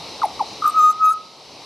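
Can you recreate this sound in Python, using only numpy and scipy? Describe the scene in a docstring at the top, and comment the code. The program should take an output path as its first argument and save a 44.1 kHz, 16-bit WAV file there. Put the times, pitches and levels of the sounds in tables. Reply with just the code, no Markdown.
"""A steady wash of distant outdoor noise is heard first, made of random short-time spectra.
A songbird close to the camera's microphone then sings two falling chirps, a throbbing trill and two
long flute notes: almost a sine, with faint high overtones that wander and rasp.
Nearby walls answer with single echoes and a brief dull ring.
The wash sinks as the camera turns its gain down on the loud song, and creeps back."""
import sys
import numpy as np
from scipy import signal
from scipy.io import wavfile
from scipy.ndimage import uniform_filter1d

SR = 44100
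rng = np.random.default_rng(int(sys.argv[2]) if len(sys.argv) > 2 else 0)


def wav_out(sig):
    """Save sig, one row per channel (or a flat mono array), as 16-bit PCM at SR to the path in sys.argv[1]."""
    wavfile.write(sys.argv[1], SR, np.round(np.clip(np.atleast_2d(sig).T, -1, 1) * 32767).astype(np.int16))


N = 72765  # length in samples


def bird():
    """The close singer: chirps, trill and flute notes from one throat, on one stereo track."""
    track = np.zeros((2, N))
    chirps(track)
    trill(track)
    flute_notes(track)
    return track


# The falling pitch of each chirp, one list per chirp. Each row: time in seconds, pitch in Hz,
# level in dB, overtone level in dB.
CHIRP_CURVES = [
    [(.2165, 1400, -45, -57), (.2195, 1280, -17, -64), (.2245, 1187, -22.5, -65), (.2275, 1101, -17, -64),
     (.231, 1072, -33.5, -45), (.2335, 1055, -13.5, -47), (.237, 917, -15.5, -44), (.245, 829, -9.5, -46.5),
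     (.251, 760, -22.5, -46), (.258, 690, -18, -48), (.264, 640, -32, -65)],
    [(.3925, 1280, -39, -85), (.395, 1210, -26.5, -57.5), (.403, 1039, -22.5, -67), (.411, 884, -13, -54),
     (.416, 818, -16, -55), (.421, 767, -26, -55), (.428, 705, -17.5, -71)],
]
# Throat resonances that colour the chirps' overtones. Each row: centre in Hz, width in Hz, strength in dB.
THROAT_RESONANCES = [(2100, 270, 10), (9800, 640, -0.5), (12500, 740, -4)]
CHIRP_RASP = .4  # share of rasp in the overtones


def chirps(track):
    """Fast falling glides whose overtones are coloured by fixed throat resonances."""
    for rows in CHIRP_CURVES:
        start_s, hz, level, overtone_level = unroll(rows, size=66)
        colour = []
        for multiple in range(2, 18):
            power = sum(gain_of(2 * db) / (1 + (2 * (multiple * hz - centre) / width) ** 4)
                        for centre, width, db in THROAT_RESONANCES)
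            colour.append((multiple, 10 * np.log10(power)))
        add(track, start_s, sing(hz, level, overtone_level, colour, [], CHIRP_RASP))


# The throbs of the trill. Each row: peak time in seconds, length in seconds, pitch in Hz,
# pitch fall over the throb in Hz, level in dB, overtone level in dB.
THROB_ROWS = [(0.6265, .015, 1235, 164, -18.5, -56), (0.638, 0.012, 1345, 40, -25.5, -59),
              (0.6456, 0.011, 1212, 120, -14.5, -48), (0.653, 0.009, 1324, 25, -16.5, -57),
              (0.659, 0.0096, 1250, 36, -9, -47), (0.666, 0.014, 1203, 21, -14.5, -39),
              (.678, .013, 1229, 17, -9.5, -33), (.687, 0.011, 1223, 20, -13.5, -39.5),
              (.698, .015, 1223, 15, -16, -36.5), (0.709, 0.013, 1217, 12, -33.5, -45),
              (0.728, .014, 1212, 29.9, -34, -58)]
# Overtones of trill and flute notes. Each row: multiple of the pitch, then strength in dB relative to
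# the overtone level: in the trill, first note early, first note late, second note early, second note late.
HIGH_OVERTONES = [(5, -10, 3.5, 0.5, -2.5, -0.5), (6, -8, -4, -0.5, -3.5, -5.5),
                  (7, 1, -17.5, -24.5, -16.5, -23.5), (8, -10, -19.5, -9, -10, -0.5),
                  (9, -12, -11.5, -13.5, -13, -19.5), (10, -3.5, -5.5, -9.5, -3, -11),
                  (11, -16.5, -26.5, -28, -25, -32)]
# The lowest overtones, columns as above, but strength in dB relative to the squared level.
SQUARED_OVERTONES = [(2, -26, -25, -30.5, -28.5, -33.5), (3, -30.5, -29, -26, -39, -28.5),
                     (4, -39.5, -29.5, -36, -43, -38.5)]
THROB_RISE_SHARE = .42  # share of a throb spent rising
THROB_OVERTONE_POWER = 1.6  # above 1, overtones flare more sharply than the pitch tone
TRILL_RASP = .3


def trill(track):
    """Overlapping cosine bumps of loudness; the pitch slides between throbs by their bump heights."""
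    first, last = THROB_ROWS[0], THROB_ROWS[-1]
    t = np.arange(first[0] - first[1], last[0] + last[1], 1 / SR)
    u = np.array([(t - peak_s) / length_s for peak_s, length_s, *_ in THROB_ROWS])
    u = u / np.where(u < 0, 2 * THROB_RISE_SHARE, 2 - 2 * THROB_RISE_SHARE)
    u = np.clip(u, -.5, .5)  # -.5 at a throb's start, 0 at its peak, .5 at its end
    bump = np.cos(np.pi * u) + 1e-6
    _, _, hz, fall_hz, db, overtone_db = np.transpose(THROB_ROWS)[:, :, None]
    pitch = (bump * (hz - fall_hz * u)).sum(0) / bump.sum(0)
    level = (bump * gain_of(db)).sum(0)
    overtone_level = (bump ** THROB_OVERTONE_POWER * gain_of(overtone_db)).sum(0)
    colour = [row[:2] for row in HIGH_OVERTONES]
    low_colour = [row[:2] for row in SQUARED_OVERTONES]
    add(track, t[0], sing(pitch, level, overtone_level, colour, low_colour, TRILL_RASP))


# The long notes, one list per note. Each row: time in seconds, pitch in Hz, level in dB,
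# overtone level in dB.
NOTE_CURVES = [
    [(.732, 1267, -37, -62), (.742, 1260, -23.5, -63), (.756, 1282, -18.5, -63.5), (.772, 1280, -10.5, -53),
     (.787, 1264, -8.5, -39.5), (.803, 1231, -6, -38.5), (.82, 1232, -12.5, -35.5), (.838, 1245, -6, -34),
     (.853, 1242, -6, -39), (.875, 1238, -7, -37.5), (.895, 1252, -9, -40), (.906, 1263, -6.5, -37.5),
     (.914, 1236, -13, -37.5), (.922, 1293, -24, -42.5), (.93, 1260, -30, -49)],
    [(.97, 1289, -37, -80), (.992, 1272, -25, -56), (1.012, 1283, -10.5, -65.5), (1.03, 1272, -6, -51),
     (1.048, 1261, -3, -34), (1.066, 1275, -3.5, -36.5), (1.085, 1256, -2.5, -43.5),
     (1.102, 1267, -3.5, -31.5), (1.112, 1299, -5.5, -35), (1.121, 1310, -12, -37),
     (1.131, 1330, -19, -33.5), (1.142, 1280, -32, -50.5)],
]
NOTE_RASP = .1


def flute_notes(track):
    """Long, nearly steady tones whose overtone colour shifts once along the way."""
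    for note, rows in enumerate(NOTE_CURVES):
        start_s, hz, level, overtone_level = unroll(rows, size=500)
        colour = glide(HIGH_OVERTONES, note, len(hz))
        low_colour = glide(SQUARED_OVERTONES, note, len(hz))
        add(track, start_s, sing(hz, level, overtone_level, colour, low_colour, NOTE_RASP))


def glide(table, note, count):
    """Overtone strengths moving from the early to the late colour around the middle of a note."""
    course = np.linspace(-3, 5, count) if note == 0 else np.linspace(-5, 3, count)
    late = .5 + .5 * np.tanh(course)
    early_column = 2 + 2 * note
    return [(row[0], row[early_column] * (1 - late) + row[early_column + 1] * late) for row in table]


OVERTONE_WANDER_DB, PITCH_JITTER = 3, .0008  # both rms; jitter as a share of the pitch
BIRD_PAN_DB, OVERTONE_PAN_DB = 1.4, -.7  # left minus right
LEFT_LEAD_S = 6.5e-6  # the left channel hears the bird this much earlier


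def sing(hz, level, overtone_level, colour, low_colour, rasp):
    """A sine on the pitch plus weak overtones that wander and rasp; colours give dB per multiple."""
    n = len(hz)
    side = np.array([[.5], [-.5]])  # left, right
    cycles = np.cumsum(hz * (1 + PITCH_JITTER * drift(count=n, size=150))) / SR
    phase = 2 * np.pi * (cycles + side * LEFT_LEAD_S * hz)
    highs = 0
    for multiple, db in colour:
        strength = gain_of(db + OVERTONE_WANDER_DB * drift(count=n, size=500))
        roughness = 1 - rasp + rasp * drift(count=n, size=36)
        highs = highs + strength * roughness * np.sin(multiple * phase + 2 * np.pi * rng.random())
    lows = sum(gain_of(db) * np.sin(multiple * phase) for multiple, db in low_colour)
    tone = gain_of(side * BIRD_PAN_DB) * level * (np.sin(phase) + level * lows)
    overtones = gain_of(side * OVERTONE_PAN_DB) * overtone_level * highs
    return np.sqrt(2) * (tone + overtones)  # so levels are rms


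def unroll(rows, size):
    """Joins curve rows into smooth per-sample pitch, level and overtone level."""
    s, *columns = np.transpose(rows)
    t = np.arange(s[0], s[-1], 1 / SR)
    edge = np.clip(np.minimum(t - s[0], s[-1] - t) / .002, 0, 1)  # 2 ms fades
    hz, db, overtone_db = (uniform_filter1d(np.interp(t, s, column), size=size, mode="nearest")
                           for column in columns)
    return s[0], hz, edge * gain_of(db), edge * gain_of(overtone_db)


# Single echoes off the nearby walls. Each row: delay in seconds, level in dB before the treble loss.
WALL_ECHOES = [(.01865, -20), (.02817, -21), (.04127, -27.5), (.05079, -29), (.0619, -29), (.0738, -31.5),
               (.0857, -30)]


def echoes(voice):
    """Delayed, weaker copies of the voice."""
    return sum(gain_of(db) * np.roll(voice, round(s * SR), axis=1) for s, db in WALL_ECHOES)


RING_DB, RING_T60_S, RING_START_S = -22.5, .5, .04
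RING_LIKENESS = .85  # left-right likeness


def wall_ring(voice):
    """Dense reflections of random sign dying away, partly alike in both channels."""
    t = np.arange(SR // 2) / SR
    signs = rng.choice([-1., 1.], (2, len(t)))
    a, b = signs * (rng.random((2, len(t))) < 2000 / SR)  # about 2000 reflections a second
    right = RING_LIKENESS * a + np.sqrt(1 - RING_LIKENESS ** 2) * b
    tail = np.array([a, right]) * gain_of(-60 * t / RING_T60_S) * (t > RING_START_S)
    tail /= np.linalg.norm(tail[0])
    return gain_of(RING_DB) * signal.fftconvolve(voice.mean(0)[None], tail, axes=1)[:, :N]


DULL_HZ = 5000  # reflections lose treble above this


def dulled(reflections):
    """A one-pole low-pass: the reflections come back with less treble."""
    r = np.exp(-2 * np.pi * DULL_HZ / SR)
    return signal.lfilter([1 - r], [1, -r], reflections)


# Spectrum of the distant wash. Each row: frequency in Hz, relative density in dB per Hz.
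WASH_SPECTRUM = [(20, -51), (33, -42), (62, -15), (133, -7.5), (250, -6), (440, -4), (620, -6.5), (860, -3),
                 (1150, -9), (1450, -19), (1700, -22), (2050, -13.5), (3000, -11), (3450, -15), (3850, -4),
                 (4700, -9), (6000, -13.5), (6900, -24.5), (10300, -29), (12500, -35), (14200, -51)]
# How alike the wash is in both channels. Each row: frequency in Hz, left-right likeness (1 = identical).
WASH_LIKENESS = [(60, 1), (230, 0.96), (910, 1), (3530, 0.88), (13700, 0.63)]
# Stereo balance of the wash. Each row: frequency in Hz, left minus right in dB.
WASH_LEAN = [(60, 1.0), (370, 1.5), (2250, 1), (13700, 0.5)]
WASH_DB, PATCH_DB, WAVER_DB = -35.5, 1, 0.31  # rms: whole wash, drifting patches, wavering loudness


def wash():
    """Distant noise: random short-time spectra with drifting patches and a slight random wavering of loudness."""
    hop = 256
    frames, hz = N // hop + 5, np.fft.rfftfreq(1024, 1 / SR)
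    a, b, c, d, patches = rng.standard_normal((frames, 513, 5)).T
    patches = uniform_filter1d(patches, size=12, axis=0)  # across frequency
    patches = evened(uniform_filter1d(patches, size=14, axis=1))  # across time
    waver = drift(count=N, size=4000)[np.minimum(np.arange(frames) * hop, N - 1)]
    same = np.clip(read(WASH_LIKENESS, hz), -1, 1)[:, None]
    lean = gain_of(read(WASH_LEAN, hz) / 2)[:, None]
    left = a + 1j * b
    right = same * left + np.sqrt(1 - same ** 2) * (c + 1j * d)
    spectra = np.array([left * lean, right / lean])
    spectra *= gain_of(read(WASH_SPECTRUM, hz)[:, None] + PATCH_DB * patches + WAVER_DB * waver)
    noise = signal.istft(spectra, nperseg=1024, noverlap=1024 - hop)[1][:, :N]
    return gain_of(WASH_DB) * evened(noise)


def gain_of(db):
    """Amplitude factor of a level in dB."""
    return 10 ** (np.asarray(db) / 20)


def evened(x):
    """Scales to an rms of 1."""
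    return x / np.sqrt(np.mean(x ** 2) + 1e-20)


def read(points, hz):
    """Reads a frequency curve, straight between its points on a log frequency axis."""
    f, value = np.transpose(points)
    return np.interp(np.log(hz + 1), np.log(f + 1), value)


def add(track, start_s, sound):
    """Lays a sound onto the track."""
    start = round(start_s * SR)
    track[:, start:start + sound.shape[1]] += sound


def drift(count, size):
    """Smooth random wander of rms about 1; size in samples sets its slowness."""
    smooth = uniform_filter1d(uniform_filter1d(rng.standard_normal(N), size), size)
    return smooth[:count] * np.sqrt(1.5 * size)


def scene():
    """The close bird, its reflections off the walls, and the distant wash."""
    voice = bird()
    return voice + dulled(echoes(voice) + wall_ring(voice)) + wash()


AGC_THRESHOLD_DB, AGC_SOFT_DB = -23.5, 3.5  # where loud begins, and how gradually
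AGC_FALL_DB_PER_S, AGC_RISE_DB_PER_S = 40.5, 27  # speeds near full gain
AGC_DEPTH_DB = 12  # the cut never exceeds this
EDGE_HZ = 14150  # top of the camera's band


def record(dry):
    """Camera gain turns down, ever more slowly, while loud and creeps back when quiet; band limit."""
    power = uniform_filter1d((dry ** 2).mean(0), size=441)  # over 10 ms
    power_db = 10 * np.log10(abs(power) + 1e-12)
    loud = .5 + .5 * np.tanh((power_db - AGC_THRESHOLD_DB) / AGC_SOFT_DB)
    push = np.cumsum(AGC_FALL_DB_PER_S * loud - AGC_RISE_DB_PER_S * (1 - loud)) / SR
    pressure_db = push - np.minimum.accumulate(push)  # never below zero
    cut_db = AGC_DEPTH_DB * (1 - np.exp(-pressure_db / AGC_DEPTH_DB))
    low_pass = signal.firwin(511, EDGE_HZ, window=("kaiser", 9), fs=SR)
    return signal.oaconvolve(dry / gain_of(cut_db), low_pass[None], "same")


dry = scene()
out = record(dry)
wav_out(out)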